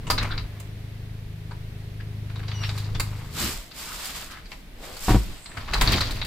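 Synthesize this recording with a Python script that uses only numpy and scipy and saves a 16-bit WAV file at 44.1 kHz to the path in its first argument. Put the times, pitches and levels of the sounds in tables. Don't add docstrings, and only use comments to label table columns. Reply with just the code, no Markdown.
import sys
import numpy as np
from scipy import signal
from scipy.fft import rfft, irfft, next_fast_len
from scipy.io import wavfile
from scipy.ndimage import map_coordinates

SR = 44100
rng = np.random.default_rng(int(sys.argv[2]) if len(sys.argv) > 2 else 0)


def linear_from_db(decibels):
    return 10 ** (np.asarray(decibels, float) / 20)


def dump(signal):
    limited = np.clip(np.atleast_2d(signal).T, -1, 1)
    pcm = np.round(limited * 32767).astype(np.int16)
    wavfile.write(sys.argv[1], SR, pcm)


N = 276066

# time_s, cycle_rate_hz, firing_level_db (before the order's own level)
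ENGINE_IDLE = [(0.0, 26.1, -42), (0.22, 25.99, -31.5), (0.48, 25.8, -37.5), (1.04, 26.27, -38),
               (1.88, 25.95, -37), (2.31, 26, -32), (2.67, 25.8, -29), (3.13, 25.87, -31),
               (3.4, 26.02, -49.5)]
# centre_hz, width_hz, level_db
FRAME_MODES = [(1014, 330, -4), (1850, 26, -13), (2160, 57, -7), (3770, 290, 8.5), (4680, 180, 2),
               (5650, 28, -9), (6700, 250, -20), (7560, 150, -2), (7500, 860, 2), (9850, 96, -31.5),
               (9500, 120, -26.5)]
# frequency_hz, likeness (-1 to 1)
DOOR_ALIKE_BY_HZ = [(60, 0.33), (240, 1), (950, 0.89), (3770, 0.5), (15000, -0.28)]
# low_hz, high_hz
DOOR_PARTS = [(350, 1300), (1300, 2900), (2900, 5200), (5400, 16000)]


def unit(x):
    return x / np.sqrt(np.mean(x ** 2) + 1e-20)


def along(points, hz):
    f, v = np.transpose(points)
    return np.interp(np.log(hz + 1), np.log(f + 1), v)


def curves(rows):
    s, *cols = np.transpose(rows)
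    return [np.interp(np.arange(N) / SR, s, c) for c in cols]


def during(rows, fade):
    t = np.arange(N) / SR
    return np.clip(np.minimum(t - rows[0][0], rows[-1][0] - t) / fade + 1, 0, 1)


def wobble(rate, size=N):
    knots = rng.standard_normal(int(size * rate / SR) + 4)
    return map_coordinates(knots, [np.arange(size) * rate / SR])


def filtered(x, response):
    m = next_fast_len(x.shape[-1] + 8192)
    spectrum = rfft(x, m) * response(np.fft.rfftfreq(m, 1 / SR))
    return irfft(spectrum, m)[..., :x.shape[-1]]


def band(lo_hz, hi_hz, order=2):
    return lambda f: 1 / np.sqrt((1 + (lo_hz / (f + 1)) ** (2 * order)) * (1 + (f / hi_hz) ** (2 * order)))


def modes(table):
    def response(f):
        total = 0
        for k, (centre, width, db) in enumerate(table):
            damping = 1j * f * width
            total = total + (-1) ** k * linear_from_db(db) * damping / (centre * centre - f * f + damping)
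        return total
    return response


def frame(plain):
    struck = [(hz, width, db + rng.normal(0, 4)) for hz, width, db in FRAME_MODES]
    return lambda f: modes(struck)(f) + plain


def rush(colour, alike, grit_db=0, size=N):
    pair = rng.standard_normal((2, size)) * linear_from_db(grit_db * wobble(500, size=size))
    turn = lambda hz: np.arccos(np.clip(along(alike, hz), -1, 1)) / 2
    mid, side = filtered(pair, lambda hz: colour(hz) * [np.cos(turn(hz)), np.sin(turn(hz))])
    return unit(np.array([mid + side, mid - side]))


def swells(rows, rise, fall):
    t = np.arange(N) / SR
    power = 0
    for s, hold, db, second_db in rows:
        drop_db = np.maximum(0, np.maximum(rise * (s - t), fall * (t - s - hold)))
        power = power + linear_from_db(np.array([[db], [db + second_db]]) - drop_db) ** 2
    return np.sqrt(power)


def slam():
    # peak_s, level_db, rise_db_per_s, fall_db_per_s
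    shudders = [(5.578, -37, 600, 182), (5.876, -25.5, 109, 40.5)]
    return sum(swells([(s, 0, db, 0)], rise, fall)[0] for s, db, rise, fall in shudders)


def air():
    # frequency_hz, level_db
    hiss_colour = [(100, -10), (170, -6.5), (318, -14), (522, -19.5), (694, -16.5), (764, -22), (1380, -24),
                   (1980, -19.5), (2840, -23.5), (3990, -24.5), (7200, -36), (14800, -35), (16000, -47)]
    # frequency_hz, level_db (per Hz)
    deep_colour = [(8, -25), (18, -1), (50, -7), (70, -14), (100, -58)]
    # frequency_hz, level_db (per Hz)
    upper_colour = [(40, -33), (65, 7.5), (130, 0.5), (230, -3), (500, -11), (1000, -60)]
    # frequency_hz, likeness (0 to 1)
    far_alike = [(60, 0.73), (240, 0.87), (950, 0.3), (3770, 0), (15000, 0)]
    # middle_s, hiss_db, rumble_db, length_s
    level_dips = [(1.26, -1.5, -2, 1), (3.715, -2, -11, 0.15), (4.584, -2, -1, 0.61), (5.43, -3, -17, 0.12)]
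    # start_s, hold_s, deep_level_db, upper_over_deep_db
    pushes = [(0.12, 0.12, -29.5, -3.5), (.33, 0.1, -38.5, -2.5), (2.95, 0.058, -32, -7.5),
              (3.16, 0, -37.5, -13), (3.44, 0.0086, -40.5, 10.5), (3.56, 0.061, -43, -22),
              (5.28, 0.028, -38.5, -6), (5.81, 0.0053, -19.5, -13), (5.93, 0.0098, -23, -1.5),
              (6.12, .14, -38, -7.5)]
    hiss_db, deep_db, upper_db, engine_rumble_db = -47.5, -43, -54.5, -54.5
    roar_db = -4
    push_rise_db_s, deep_fall_db_s, upper_fall_db_s = 132, 70, 152

    t = np.arange(N) / SR
    dip_db = sum(np.outer([hiss_dip_db, rumble_dip_db], np.exp(-(2 * (t - s) / length) ** 2))
                 for s, hiss_dip_db, rumble_dip_db, length in level_dips)
    hiss_dip, rumble_dip = linear_from_db(dip_db)
    deep_push, upper_push = swells(pushes, push_rise_db_s, np.array([[deep_fall_db_s], [upper_fall_db_s]]))
    deep_gain = np.hypot(linear_from_db(deep_db), deep_push) * rumble_dip
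    steady_upper = linear_from_db(upper_db) + linear_from_db(engine_rumble_db) * during(ENGINE_IDLE, .05)
    upper_gain = np.hypot(steady_upper, upper_push) * rumble_dip
    sway = linear_from_db(.7 * wobble(3))
    hiss_gain = np.hypot(linear_from_db(hiss_db) * hiss_dip, linear_from_db(roar_db) * slam()) * sway
    hiss = hiss_gain * rush(lambda f: linear_from_db(along(hiss_colour, f)), far_alike)
    deep = deep_gain * rush(lambda f: linear_from_db(along(deep_colour, f)), [(50, .997)])
    upper = upper_gain * rush(lambda f: linear_from_db(along(upper_colour, f)), [(150, 0.89)])
    return hiss + deep + upper


def engine():
    # multiple of the cycle rate, level_db (relative)
    orders = [(1, -49), (2, -7.5), (3, -6), (4, -0.5), (5, -6), (6, -6.5), (7, -43), (8, -20), (9, -40),
              (10, -65), (11, -30.5), (12, -35), (13, -64.5), (14, -72), (15, -56.5), (16, -21)]
    other_base_db, other_follows, idle_db = -41, 0.46, -38

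    hz, firing_db = curves(ENGINE_IDLE)
    other_db = other_base_db + other_follows * np.maximum(0, firing_db - idle_db)
    cycle = 2 * np.pi * np.cumsum(hz) / SR
    tones = 0
    for k, order_db in orders:
        unsteady_db = .4 if k == 4 else 1.3
        base_db = firing_db if k == 4 else other_db
        gain = linear_from_db(base_db + order_db + unsteady_db * wobble(4.58))
        phase_drift = .2 * unsteady_db * wobble(3)
        tones = tones + gain * np.cos(k * cycle + phase_drift)
    return np.sqrt(2) * during(ENGINE_IDLE, 0.064) * tones * linear_from_db([[.7], [-.7]])


def rubbing():
    # start_s, hold_s, cardboard_level_db, plastic_over_cardboard_db
    strokes = [(2.64, 0.17, -57, 5), (3.08, 0.2, -57, 1.5), (3.395, 0.079, -31, 0.5),
               (3.78, 0.17, -41.5, .5), (4.0, 0.21, -39, -1), (4.32, 0, -44.5, -14),
               (4.52, 0.0045, -52.5, -0.5), (4.84, 0.18, -45.5, -1.5), (5.04, 0.035, -39, 4),
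               (5.1, 0.0033, -31.5, -2), (5.3, 0.056, -48, -4)]
    # frequency_hz, level_db (per Hz)
    friction_colour = [(150, -23), (250, -11), (421, -7.5), (597, -4.5), (1060, 0.5), (1730, -1),
                       (4900, 1.5), (6040, -10.5), (7700, -7), (9490, -14.5), (14900, -12), (16000, -52)]
    # frequency_hz, likeness (0 to 1)
    near_alike = [(60, 0.89), (240, 0.99), (950, 0.79), (3770, 0.21), (15000, 0.01)]

    cardboard, plastic = swells(strokes, 273, 120)
    split = lambda f: 1 / (1 + (f / 5200) ** 12)
    body = rush(lambda f: linear_from_db(along(friction_colour, f)) * split(f), near_alike, grit_db=0.5)
    hiss = rush(lambda f: linear_from_db(along(friction_colour, f)) * (1 - split(f)), near_alike, grit_db=2.0)
    flutter = linear_from_db(1.1 * wobble(45))
    return flutter * (cardboard * body + plastic * hiss * linear_from_db([[-.5], [.5]]))


def thud():
    # start_s, level_db (relative), hardness_hz
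    landings = [(5.082, -11, 1200), (5.093, -10, 890), (5.106, -5.5, 590), (5.115, -10, 700),
                (5.133, -10, 500), (5.146, -4.5, 397), (5.155, -6.5, 500), (5.163, -10, 250)]
    # frequency_hz, level_db (relative), t60_s
    floor_modes = [(52, 2.5, 0.24), (111.6, -5.5, 0.16), (188, -4, 0.08), (290, -0.5, 0.06),
                   (360, -8.5, 0.1), (453, -18, 0.1), (738, 2, 0.048), (952, -1, 0.09), (1114, -0.5, 0.049),
                   (1450, -5.5, .05)]

    out, t = np.zeros(N + SR), np.arange(SR // 2) / SR
    attack = 1 - np.exp(-t / 0.00046)
    for s, db, hard_hz in landings:
        ring = 0
        for hz, level_db, t60 in floor_modes:
            strength = linear_from_db(rng.normal(0, 2)) / (1 + (hz / hard_hz) ** 2)
            tone = np.sin(2 * np.pi * hz * t + rng.uniform(0, 2.7))
            ring = ring + strength * linear_from_db(level_db - 60 * t / t60) * tone
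        paper = unit(filtered(rng.standard_normal(len(t)), band(600, 2000)))
        slap = hard_hz / 1000 * linear_from_db(-11 - 60 * t / .07) * paper
        out[round(s * SR):][:len(t)] += linear_from_db(db - 7) * (ring + slap) * attack
    return out[:N]


def squeak():
    start_s, hold_s, tone_db, octave_db = 2.56, .113, -48, -51
    first_hz, sag_hz_per_s, sag_hz_per_s2 = 2890, 100, 14000
    catch_hz, catch_s = 30, .014

    u = np.clip(np.arange(N) / SR - start_s, -.03, .2)
    hz = first_hz + catch_hz * np.exp(-u / catch_s) - sag_hz_per_s * u - sag_hz_per_s2 * u ** 2
    tone_gain, octave_gain = swells([(start_s, hold_s, tone_db, octave_db - tone_db)], 400, 2500)
    phase = 2 * np.pi * np.cumsum(hz * (1 + .005 * wobble(250))) / SR
    tone = tone_gain * linear_from_db(3 * wobble(50)) * np.sin(phase)
    overtones = np.sin(2 * phase) + .07 * np.sin(3 * phase)
    return np.sqrt(2) * (tone + octave_gain * linear_from_db(3.5 * wobble(50)) * overtones)


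def scrapes():
    # middle_s, level_db, length_s, centre_hz, width_hz
    strokes = [(0.219, -33.5, 0.026, 1900, 400), (0.234, -35.5, 0.013, 3000, 5930),
               (0.254, -49, 0.049, 1110, 500), (0.319, -34.5, 0.022, 3800, 1500),
               (0.321, -35.5, 0.037, 1450, 300), (2.645, -31, 0.027, 2520, 5050),
               (3.908, -42.5, 0.068, 1260, 700), (4.319, -39, 0.014, 3000, 8000),
               (4.341, -45.5, 0.13, 1490, 1210), (4.868, -45, 0.17, 494, 700),
               (5.462, -52, 0.28, 7940, 1600), (5.749, -26.5, 0.033, 1210, 890),
               (5.934, -20.5, 0.025, 2980, 4560), (6.04, -36, 0.065, 3900, 1800)]

    out = np.zeros((2, N + SR))
    u = np.arange(-SR // 4, SR // 4) / SR
    for s, db, length, hz, width in strokes:
        top_hz = 5200 if hz + width / 2 < 5400 else 16000
        colour = lambda f: modes([(hz, width, 0)])(f) ** 2 * band(20, top_hz, order=12)(f)
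        grit = rush(colour, DOOR_ALIKE_BY_HZ, grit_db=3.5, size=len(u))
        i = round(s * SR) - SR // 4
        stroke = (linear_from_db(db) * np.exp(-(2 * u / length) ** 2) * grit)[:, max(0, -i):]
        out[:, max(0, i):][:, :stroke.shape[1]] += stroke
    return out[:, :N]


def rattle():
    # start_s, hold_s, trim_level_db, glass_over_trim_db
    shakes = [(0.24, 0.0097, -34.5, -13), (2.54, 0.14, -47, -4.5), (2.66, .2, -49, 1),
              (3.08, 0.18, -49.5, -5), (5.57, 0.068, -48, -9), (5.77, 0.051, -37, -6.5),
              (5.9, 0.071, -30.5, -0.5), (6.08, 0.089, -47, 1)]

    def buzz(lo_hz, hi_hz):
        jolts = linear_from_db(2 * wobble(40))
        colour = lambda f: (0.36 * modes(FRAME_MODES)(f) + 0.35) * band(lo_hz, hi_hz, order=5)(f)
        return jolts * rush(colour, DOOR_ALIKE_BY_HZ, grit_db=3)

    trim, glass = swells(shakes, 111, 89)
    return trim * buzz(576, 2580) + glass * buzz(*DOOR_PARTS[2])


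def boom():
    # centre_hz, width_hz, level_db (relative, before the response is squared)
    panel_modes = [(77.3, 12.4, -4), (111.3, 18, -4.5)]
    return slam() * rush(lambda f: modes(panel_modes)(f) ** 2, [(90, .99)])


def clicks():
    # start_s, level_db (relative), knock_db, bright_db, ring_hz
    contacts = [(0.068, -31, -1, -6, 2897), (0.1001, -16.5, 3, -1.5, 4700), (0.1782, -21, -7.5, -36, 4170),
                (0.3762, -29.5, -8, -30, 4150), (0.598, -40, -0.5, 1, 2184), (1.509, -37.5, 2.5, -15, 1519),
                (2.0017, -37.5, -18, -42, 1611), (2.2963, -38.5, -9, -25, 1500),
                (2.356, -41, -1, -10, 3800), (2.392, -38.5, -1, -13, 1500), (2.4309, -36.5, -9, -20, 1150),
                (2.48, -36, -2, -15, 3950), (2.5132, -35, -8, -29, 3330), (2.6903, -34, 0, -6, 3900),
                (2.7758, -34.5, -2.5, -1, 4200), (2.947, -30.5, -4, -24, 3580),
                (2.9964, -22.5, -7, 3, 4600), (3.7111, -40, -13, -23, 4800), (4.0532, -37, -20, 10, 3730),
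                (4.4547, -43.5, -13, -10, 4050), (4.5158, -30, -8.5, -27, 2160),
                (4.8324, -39, -9, -15, 2080), (4.9655, -39.5, -1.5, 3, 4570), (5.457, -38, -6, -14, 4200),
                (5.514, -39, -20, -18.5, 1700), (5.5687, -26.5, -4, -17, 1430),
                (5.6054, -39, -8, -18, 3700), (5.68, -30.5, 0, -25, 1110), (5.7339, -21, -2, -6, 4030),
                (5.8102, -10.5, -6, -5.5, 1820), (5.874, -20.5, -12, -30, 4540), (5.918, -25, -4, 2, 4100),
                (6.0058, -19.5, -7, -12, 4200), (6.1065, -31.5, -15, -0.5, 4900),
                (6.1559, -35, -13.5, -2, 2760), (6.2137, -26.5, -7.5, -35, 4400),
                (6.2467, -35, -17, -0.5, 3850)]
    clink_on_latch_db, clink_elsewhere_db = 4.5, -6.5
    low_pass_hz, sharp_db, loud_db = 8800, -3, -25

    t = np.arange(SR // 6) / SR
    out = np.zeros((2, N + len(t)))
    attack = 1 - np.exp(-t / 0.0017)
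    fade = np.exp(-(t / .015) ** 2) + .3 * linear_from_db(-60 * t / .16)
    for s, db, knock_db, bright_db, hz in contacts:
        ring = frame(.7)
        clink_db = clink_on_latch_db if hz > DOOR_PARTS[2][0] else clink_elsewhere_db
        full_treble = bright_db > sharp_db or db > loud_db
        treble = DOOR_PARTS[3] if full_treble else (DOOR_PARTS[3][0], low_pass_hz)
        bursts = []
        for lo_hz, hi_hz in [*DOOR_PARTS[:3], treble]:
            colour = lambda f: (ring(f) + modes([(hz, 240, 6)])(f)) * band(lo_hz, hi_hz, order=8)(f)
            bursts.append(rush(colour, DOOR_ALIKE_BY_HZ, grit_db=3.0, size=len(t)))
        knock, body, clink, bright = bursts
        burst = linear_from_db(knock_db) * knock + body + linear_from_db(clink_db) * clink + linear_from_db(bright_db) * bright
        out[:, round(s * SR):][:, :len(t)] += attack * linear_from_db(db - 7.5) * fade * burst
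    return out[:, :N]


def porch(x):
    # frequency_hz, t60_s
    decay = [(200, 0.46), (2000, 0.17), (10000, 0.22)]
    hz, t, z = signal.stft(rng.standard_normal((2, SR // 2)), SR, nperseg=256)
    tail = signal.istft(z * linear_from_db(-60 * t / along(decay, hz)[:, None]), SR, nperseg=256)[1]
    delayed = np.pad(x, (400, 0))[None]
    return signal.fftconvolve(delayed, tail / np.linalg.norm(tail[0]), axes=1)[:, :N]


def scene():
    # frequency_hz, left_over_right_db
    lean = [(60, -1), (240, 3), (950, 2.0), (3770, 2), (15000, -8)]
    door = clicks() + scrapes() + squeak()
    door = door + linear_from_db(-5.5) * porch(door.mean(0)) + rattle() + boom()
    door = filtered(door, lambda f: linear_from_db(along(lean, f) / 2 * np.array([[1], [-1]])))
    box = thud()
    placed_box = box * linear_from_db([[.3], [-.3]]) + linear_from_db(-19) * porch(box)
    return door + placed_box + rubbing() + engine() + air()


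def low_pass(x):
    return signal.sosfilt(signal.butter(12, 16820, fs=SR, output="sos"), x)


def record(dry):
    rounded = dry / (1 + np.abs(dry / .75) ** 4) ** (1 / 4)
    mix = filtered(rounded, band(5, 15600, order=30))
    return low_pass(mix)


dry = scene()
out = record(dry)
dump(out)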